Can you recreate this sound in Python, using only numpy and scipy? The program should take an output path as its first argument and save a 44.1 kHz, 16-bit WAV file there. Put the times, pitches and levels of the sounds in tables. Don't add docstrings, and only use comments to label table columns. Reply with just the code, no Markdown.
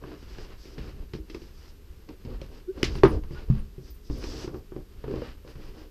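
import sys
import numpy as np
from scipy import signal
from scipy.fft import rfft, irfft
from scipy.io import wavfile
from scipy.ndimage import uniform_filter1d

SR = 44100
rng = np.random.default_rng(int(sys.argv[2]) if len(sys.argv) > 2 else 0)


def transcribe(u):
    v = np.clip(np.atleast_2d(u).T, -1, 1)
    q = np.round(v * 32767).astype(np.int16)
    wavfile.write(sys.argv[1], SR, q)


N = 260383


def undb(db):
    return 10 ** (np.asarray(db) / 20)


def unit(x):
    return x / np.sqrt(np.mean(x ** 2))


def peak(x, db):
    return x * undb(db) / np.abs(x).max()


def decay(t, t60):
    return np.exp(-np.log(1000) * t / t60)


def onset(t, rise_s):
    return 1 - np.exp(-t / rise_s)


def colour(x, spectrum):
    hz, db = np.transpose(spectrum)
    f = np.maximum(np.arange(len(x) // 2 + 1) * SR / len(x), 1)
    gain = undb(np.interp(np.log(f), np.log(hz), db))
    return unit(irfft(rfft(x) * gain, len(x)))


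def ring(modes, t, chance, detune, scatter_db):
    hz, db, t60 = np.transpose(modes)[:, :, None]
    level_chance = chance[:len(hz), None]
    pitch_chance = chance[-len(hz):, None]
    amplitude = undb(db + scatter_db * level_chance)
    tone = np.sin(2 * np.pi * hz * (1 + detune * pitch_chance) * t)
    return (amplitude * decay(t, t60) * tone).sum(0)


def grains(rate, spread_db):
    hits = rng.random(N) < rate / SR
    return hits * rng.standard_normal(N) * undb(spread_db * rng.exponential(size=N))


def walk(rate):
    k = int(SR / rate)
    held = np.repeat(rng.standard_normal(N // k + 1), k)
    return unit(uniform_filter1d(uniform_filter1d(held, k), k)[:N])


def add(out, x, s):
    i = int(s * SR)
    out[i:i + len(x)] += x[:len(out) - i]


# frequency in Hz, relative density in dB.
AIR_SPECTRUM = [(88, -30), (150, -5.5), (410, 0.5), (640, -23), (4100, -23.5), (4790, -24), (10200, -30),
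                (11900, -30.5), (12900, -26.5), (13600, -33), (15300, -29.5)]
AIR_RMS_DB = -59


def air():
    return undb(AIR_RMS_DB) * colour(rng.standard_normal(N), AIR_SPECTRUM)


# frequency in Hz, rms level in dB.
WHINE_TONES = [(12618, -75)]


def whine():
    t = np.arange(N) / SR
    return sum(np.sqrt(2) * undb(db) * np.sin(2 * np.pi * hz * t) for hz, db in WHINE_TONES)


# frequency in Hz, relative density in dB.
WIND_SPECTRUM = [(8.8, -59), (15, 5.5), (51, 2), (62, 2.5), (71, 0.5), (124, -15.5), (200, -15.5),
                 (260, -65), (440, -120)]


def rumble():
    return colour(rng.standard_normal(N), WIND_SPECTRUM)


# frequency in Hz, relative density in dB.
SWISH_SPECTRUM = [(2120, -23), (3600, -7), (3890, -10), (4910, 0.5), (6050, -6.5), (7150, -17),
                  (7870, -14.5), (8870, -31), (11300, -22.5), (15000, -33)]


def swish():
    return colour(rng.standard_normal(N), SWISH_SPECTRUM) * undb(1.1 * walk(41))


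# frequency in Hz, decay time T60 in seconds.
TAG_MODES = [(13330, .09), (13600, .12), (9458, .15), (15052, .1)]
# start in seconds, then nominal mode levels in dB,
# near 13 kHz, near 9 kHz, near 15 kHz.
TAG_TOUCHES = [(2.9514, -64, -55, -93), (3.034, -59, -51, -68), (3.0749, -58, -51, -75),
               (3.4705, -66, -88, -86), (3.5784, -82, -60.5, -99), (3.903, -49, -64, -62),
               (3.9394, -54, -63, -66), (4.1749, -57, -58, -72), (4.5545, -62, -77, -71),
               (4.5715, -67, -83, -66), (5.4171, -70, -89, -85), (5.4475, -70, -81, -86),
               (5.4869, -67, -68, -82), (5.6042, -67, -85, -74), (5.6454, -71, -66, -71),
               (5.6795, -66, -73, -74), (5.8017, -71, -84, -63), (5.8444, -71, -83, -66)]


def tags():
    out, t = np.zeros(N), np.arange(SR // 4) / SR
    for s, top_db, low_db, high_db in TAG_TOUCHES:
        levels = (top_db, top_db, low_db, high_db)
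        modes = [(hz, db, t60) for (hz, t60), db in zip(TAG_MODES, levels)]
        add(out, ring(modes, t, rng.standard_normal(8), 0.0064, 1.5) * onset(t, 0.008), s)
    return out * undb(3 * walk(100))


# time of the maximum in seconds,
# pitch there in Hz, level in dB, half length in seconds, glide per second (half the relative pitch slope).
GLIDING_TONES = [ (2.696, 371, -25, .013, 2.5), (3.333, 4800, -58, .012, .4), (3.372, 1450, -48, .016, .3),
                 ]


def tones():
    out = np.zeros(N)
    for s, hz, db, half, glide in GLIDING_TONES:
        t = np.arange(N) / SR - s
        swell = np.exp(-(t / np.where(t < 0, half, 1.4 * half)) ** 2)
        phase = 2 * np.pi * hz * t * (1 + glide * np.clip(t, -half, half))
        out += undb(db) * swell * (np.sin(phase) + undb(-36) * np.sin(4 * phase))
    return out


# start in seconds, length in seconds, then nominal levels
# in dB of the rumble, the drag on the boards, the snow crunch, the swish.
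BOOT_SCUFFS = [(0.0, 0.15, -53, -47.5, -56.5, -75), (0.16, .08, -51, -66, -61, -65.5),
               (0.25, 0.16, -47.5, -56.5, -56, -61), (0.366, 0.081, -47, -48.5, -53.5, -60),
               (0.484, 0.044, -41, -54, -52.5, -80), (0.554, 0.12, -56, -71, -69, -60.5),
               (0.623, 0.12, -52, -56, -62, -61.5), (0.764, .13, -38, -47.5, -52.5, -65),
               (0.93, 0.097, -37.5, -51.5, -63, -88), (1.144, 0.023, -35.5, -52, -81, -69),
               (1.25, 0.23, -50.5, -63, -64, -64), (1.487, .22, -53, -72, -63, -63),
               (1.894, .07, -47, -66, -70, -91), (2.089, 0.015, -48, -41.5, -68, -78),
               (2.249, 0.098, -34, -44, -57, -80), (2.392, 0.056, -42, -46, -61, -68),
               (2.496, 0.093, -60, -52.5, -57.5, -66.5), (2.755, 0.089, -41.5, -40.5, -54, -62.5),
               (2.848, 0.14, -31.5, -42, -52.5, -56.5), (3.043, .11, -24.5, -30.5, -52.5, -59.5),
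               (3.18, 0.12, -35.5, -58, -71, -82), (3.296, 0.053, -50, -49.5, -58, -65),
               (3.332, 0.095, -41, -47.5, -51, -76), (3.481, 0.12, -31, -46, -58.5, -84),
               (3.806, 0.099, -45, -58, -66.5, -60.5), (4.03, 0.054, -57, -81, -68, -63),
               (4.095, 0.041, -31.5, -57, -62, -57), (4.116, 0.33, -38.5, -42.5, -50, -48.5),
               (4.469, 0.11, -41.5, -42.5, -80, -67), (4.751, 0.039, -44, -41, -71, -85),
               (4.927, 0.13, -47, -66, -63.5, -84), (5.06, 0.15, -39, -38, -54.5, -68),
               (5.171, .12, -45, -49.5, -49, -69), (5.45, 0.064, -55, -49.5, -58.5, -64.5),
               (5.564, 0.13, -44, -52, -57.5, -65.5), (5.724, 0.11, -58, -48.5, -59.5, -67)]
# level between scuffs in dB, attack in seconds,
# share of a scuff's length spent on growing further, release T60 in seconds.
RESTING_DB = (-47.5, -106, -67, -80)
LAYER_ATTACK_S = (0.01, 0.032, 0.041, 0.013)
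LAYER_SWELL_SHARE = (0.037, 0.068, .35, 0.48)
LAYER_RELEASE_T60_S = (0.48, .2, 0.25, 0.17)


def scuffing():
    u, gains = np.arange(SR) / SR, []
    layers = zip(RESTING_DB, LAYER_ATTACK_S, LAYER_SWELL_SHARE, LAYER_RELEASE_T60_S)
    for k, (rest_db, attack, swell, t60) in enumerate(layers):
        power = np.full(N, undb(rest_db) ** 2)
        for s, length, *levels in BOOT_SCUFFS:
            rise = np.clip(u / (attack + swell * length), 0, 1)
            shape = rise * decay(np.maximum(u - attack / 2 - length, 0), t60)
            early = max(int((attack / 2 - s) * SR) + 1, 0)
            add(power, (undb(levels[k]) * shape[early:]) ** 2, max(s - attack / 2, 0))
        gains.append(np.sqrt(power))
    return gains


# frequency in Hz, relative density in dB.
CRUNCH_SPECTRUM = [(350, -8), (520, -2), (700, -8.5), (950, -6), (1250, -6), (1600, -7.5), (2300, -11),
                   (2900, -8.5), (3500, -15.5), (4900, -13), (6200, -26.5), (9000, -35), (15000, -67)]


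def crunch():
    breaking = unit(grains(2000, 2.3)) + 1.58 * rng.standard_normal(N)
    return colour(breaking, CRUNCH_SPECTRUM) * undb(1.5 * walk(40))


# frequency in Hz, relative level in dB, decay time T60 in seconds.
JOIST_MODES = [(74.3, 7.5, 0.026), (129.4, 1, 0.15), (157.6, -6.5, 0.16), (211.6, -14, 0.32)]
BOARD_MODES = [(250, -11, 0.15), (313, -3.5, 0.085), (381, 5.5, 0.037), (428.3, -3, 0.06),
               (506.2, -6.5, 0.067), (577.2, -12, 0.069), (624.5, -17.5, 0.056), (763, -21.5, 0.097),
               (922, -15.5, 0.047), (1125, -8, 0.021), (1567, -26, 0.052)]


def drag():
    t, still = np.arange(SR // 5) / SR, np.zeros(len(BOARD_MODES))
    joists = undb(-12) * ring(JOIST_MODES[1:], t, still, 0, 0)
    body = ring(BOARD_MODES, t, still, 0, 0) + joists
    return unit(signal.fftconvolve(grains(600, 2.08), body * onset(t, 0.0091))[:N])


# frequency in Hz, relative density in dB.
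WOODY_SPECTRUM = [(300, -25.5), (550, 2.5), (1100, 7), (2000, -8), (4000, -23.5), (15000, -69)]
ICY_SPECTRUM = [(900, -9), (2200, 3), (2900, 3), (3600, -1), (4900, 2), (6200, -8.5), (8000, -20.5),
                (15000, -33.5)]
# start in seconds, note of the struck board in Hz, board ring peak in dB,
# joist thud peak in dB, woody click and icy crack peaks in dB before the gain and grit they share,
# scatter in dB relative to their first burst, factor on the T60 of the boards and of the note.
DECK_KNOCKS = [(0.038, 400, -39, -38.5, -37, -72, -16, 2.6), (0.115, 418, -35.5, -65, -48, -56, -1, 2.3),
               (0.226, 273, -37.5, -45, -65, -53, -2, 0.51),
               (0.384, 372, -33.5, -42.5, -42, -44.5, -17, 0.88),
               (0.654, 342, -42, -59, -72, -44.5, -3, 1.6), (0.78, 416, -32.5, -28.5, -49, -41, 6, 1.7),
               (1.135, 373.6, -30, -27.5, -45.5, -37.5, -7, 1.9),
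               (1.149, 318, -28.5, -41, -58, -45.5, 5, .74), (1.185, 318, -36.5, -49, -73, -70, -14, 2.7),
               (1.298, 322, -37, -57, -64, -40.5, -5, 3.3), (1.346, 339, -27, -42, -43, -36.5, -13, 1.8),
               (1.417, 340, -38.5, -43, -75, -50, 0, 2), (2.089, 315, -37, -53, -48.5, -44.5, -13, 2.3),
               (2.249, 244, -34.5, -34, -59, -49, -3, 2), (2.415, 529, -31, -35, -51, -36.5, -16, 1),
               (2.463, 361, -52, -50, -55, -50, -17, 0.66), (2.776, 445, -38, -51, -45, -64, -9, 1.5),
               (2.83, 350, -10.5, -23.5, -30.5, -13.5, -45, 0.44), (2.84, 282, -38, -29, -51, -22, 14, 1.1),
               (2.953, 387, -32, -25.5, -39, -41, -9, 3.4), (2.982, 385, -29, -47, -66, -43, -3, 0.74),
               (3.034, 387.7, 0, -8, -6.5, -23.5, -14.5, 1.02), (3.049, 328, -11, -38, -17, -42, 0, 2.4),
               (3.17, 308, -26.5, -42, -52, -62, -9, 1.8), (3.236, 304, -50, -47, -45.5, -52, -15, 0.96),
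               (3.307, 344.5, -34.5, -28.5, -52, -58, -8, 3.5), (3.499, 244, -46, -6.5, -46, -50.5, 9, .85),
               (3.779, 379, -37, -32.5, -75, -71, -19, 2.4), (4.098, 291, -26, -26, -47, -52, -7, 2.2),
               (4.239, 348, -24.5, -46, -40.5, -37.5, -15, 0.93), (4.442, 357, -25.5, -47, -50, -55, -9, 1),
               (4.475, 348, -27, -30, -43, -55, 2, 1.7), (4.543, 359, -26, -47, -42.5, -63, -6, 1.07),
               (4.719, 363, -30.5, -42, -42.5, -82, -5, 1.05),
               (4.762, 363, -23.5, -41, -43, -58, -14, 0.53), (5.039, 435, -28.5, -35, -41, -55.5, 2, 0.73),
               (5.079, 412, -26.5, -45, -42, -51, -15, 3.7), (5.106, 429, -30.5, -43, -50, -62, -9, 1.6),
               (5.137, 466, -22, -54, -42, -66, -2, 1), (5.159, 385, -26, -33, -45, -47.5, 0, 1.4),
               (5.218, 472, -23, -46, -39, -52, -6, .7), (5.447, 503, -38, -48, -53, -65, -11, 0.61),
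               (5.554, 344, -45, -35.5, -52, -53.5, -4, 1.8)]
CONTACT_MS, HARD_CONTACT_MS, HARD_ABOVE_DB = 1.71, 0.39, -5
NOTE_DB, NOTE_T60_S = 7, 0.068
SNAP_RISE_S, SNAP_DECAY_S, SCATTER_T60_S = 0.00055, 0.0019, 0.16
SNAP_GAIN_DB, BOARD_LAG_S = 1.5, 0.001584


def knocks():
    out, t = np.zeros(N), np.arange(SR // 2) / SR
    lead = 128
    grit = undb(0.84 * walk(300))
    for s, note_hz, board_db, thud_db, click_db, crack_db, scatter_db, t60_factor in DECK_KNOCKS:
        chance = rng.standard_normal(2 * len(BOARD_MODES) + 2)
        noise = rng.standard_normal(len(t))

        contact_ms = HARD_CONTACT_MS if board_db > HARD_ABOVE_DB else CONTACT_MS
        push = np.hanning(int(contact_ms * SR / 1000) + 3)
        modes = np.array(BOARD_MODES + [(note_hz, NOTE_DB, NOTE_T60_S)])
        struck = modes * [1, 1, t60_factor]
        boards = signal.fftconvolve(ring(struck, t, chance, 0.018, 1.8), push)[:len(t)]
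        boards = boards * onset(t, 0.002)
        thud = ring(JOIST_MODES, t, chance, 0.01, 1.5) * onset(t, 0.003)

        fade = np.exp(-t / SNAP_DECAY_S) + undb(scatter_db) * decay(t, SCATTER_T60_S)
        burst = np.roll(noise * fade * onset(t, SNAP_RISE_S), lead)
        click = peak(colour(burst, WOODY_SPECTRUM), click_db)
        crack = peak(colour(burst, ICY_SPECTRUM), crack_db)
        rough = grit[int(s * SR / 2):][:len(t)]

        add(out, peak(boards, board_db) + peak(thud, thud_db), s + BOARD_LAG_S)
        add(out, undb(SNAP_GAIN_DB) * (click + crack) * rough, s - lead / SR)
    return out


def scene():
    rumble_gain, drag_gain, crunch_gain, swish_gain = scuffing()
    background = air() + whine() + rumble_gain * rumble()
    moving = swish_gain * swish() + crunch_gain * crunch() + drag_gain * drag()
    return (background + moving + tags() + tones() + knocks())[None]


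def record(dry):
    rounded = np.tanh(dry)
    low_pass = signal.ellip(10, 0.2, 60, 15400, fs=SR, output="sos")
    return signal.sosfilt(low_pass, rounded)


dry = scene()
out = record(dry)
transcribe(out)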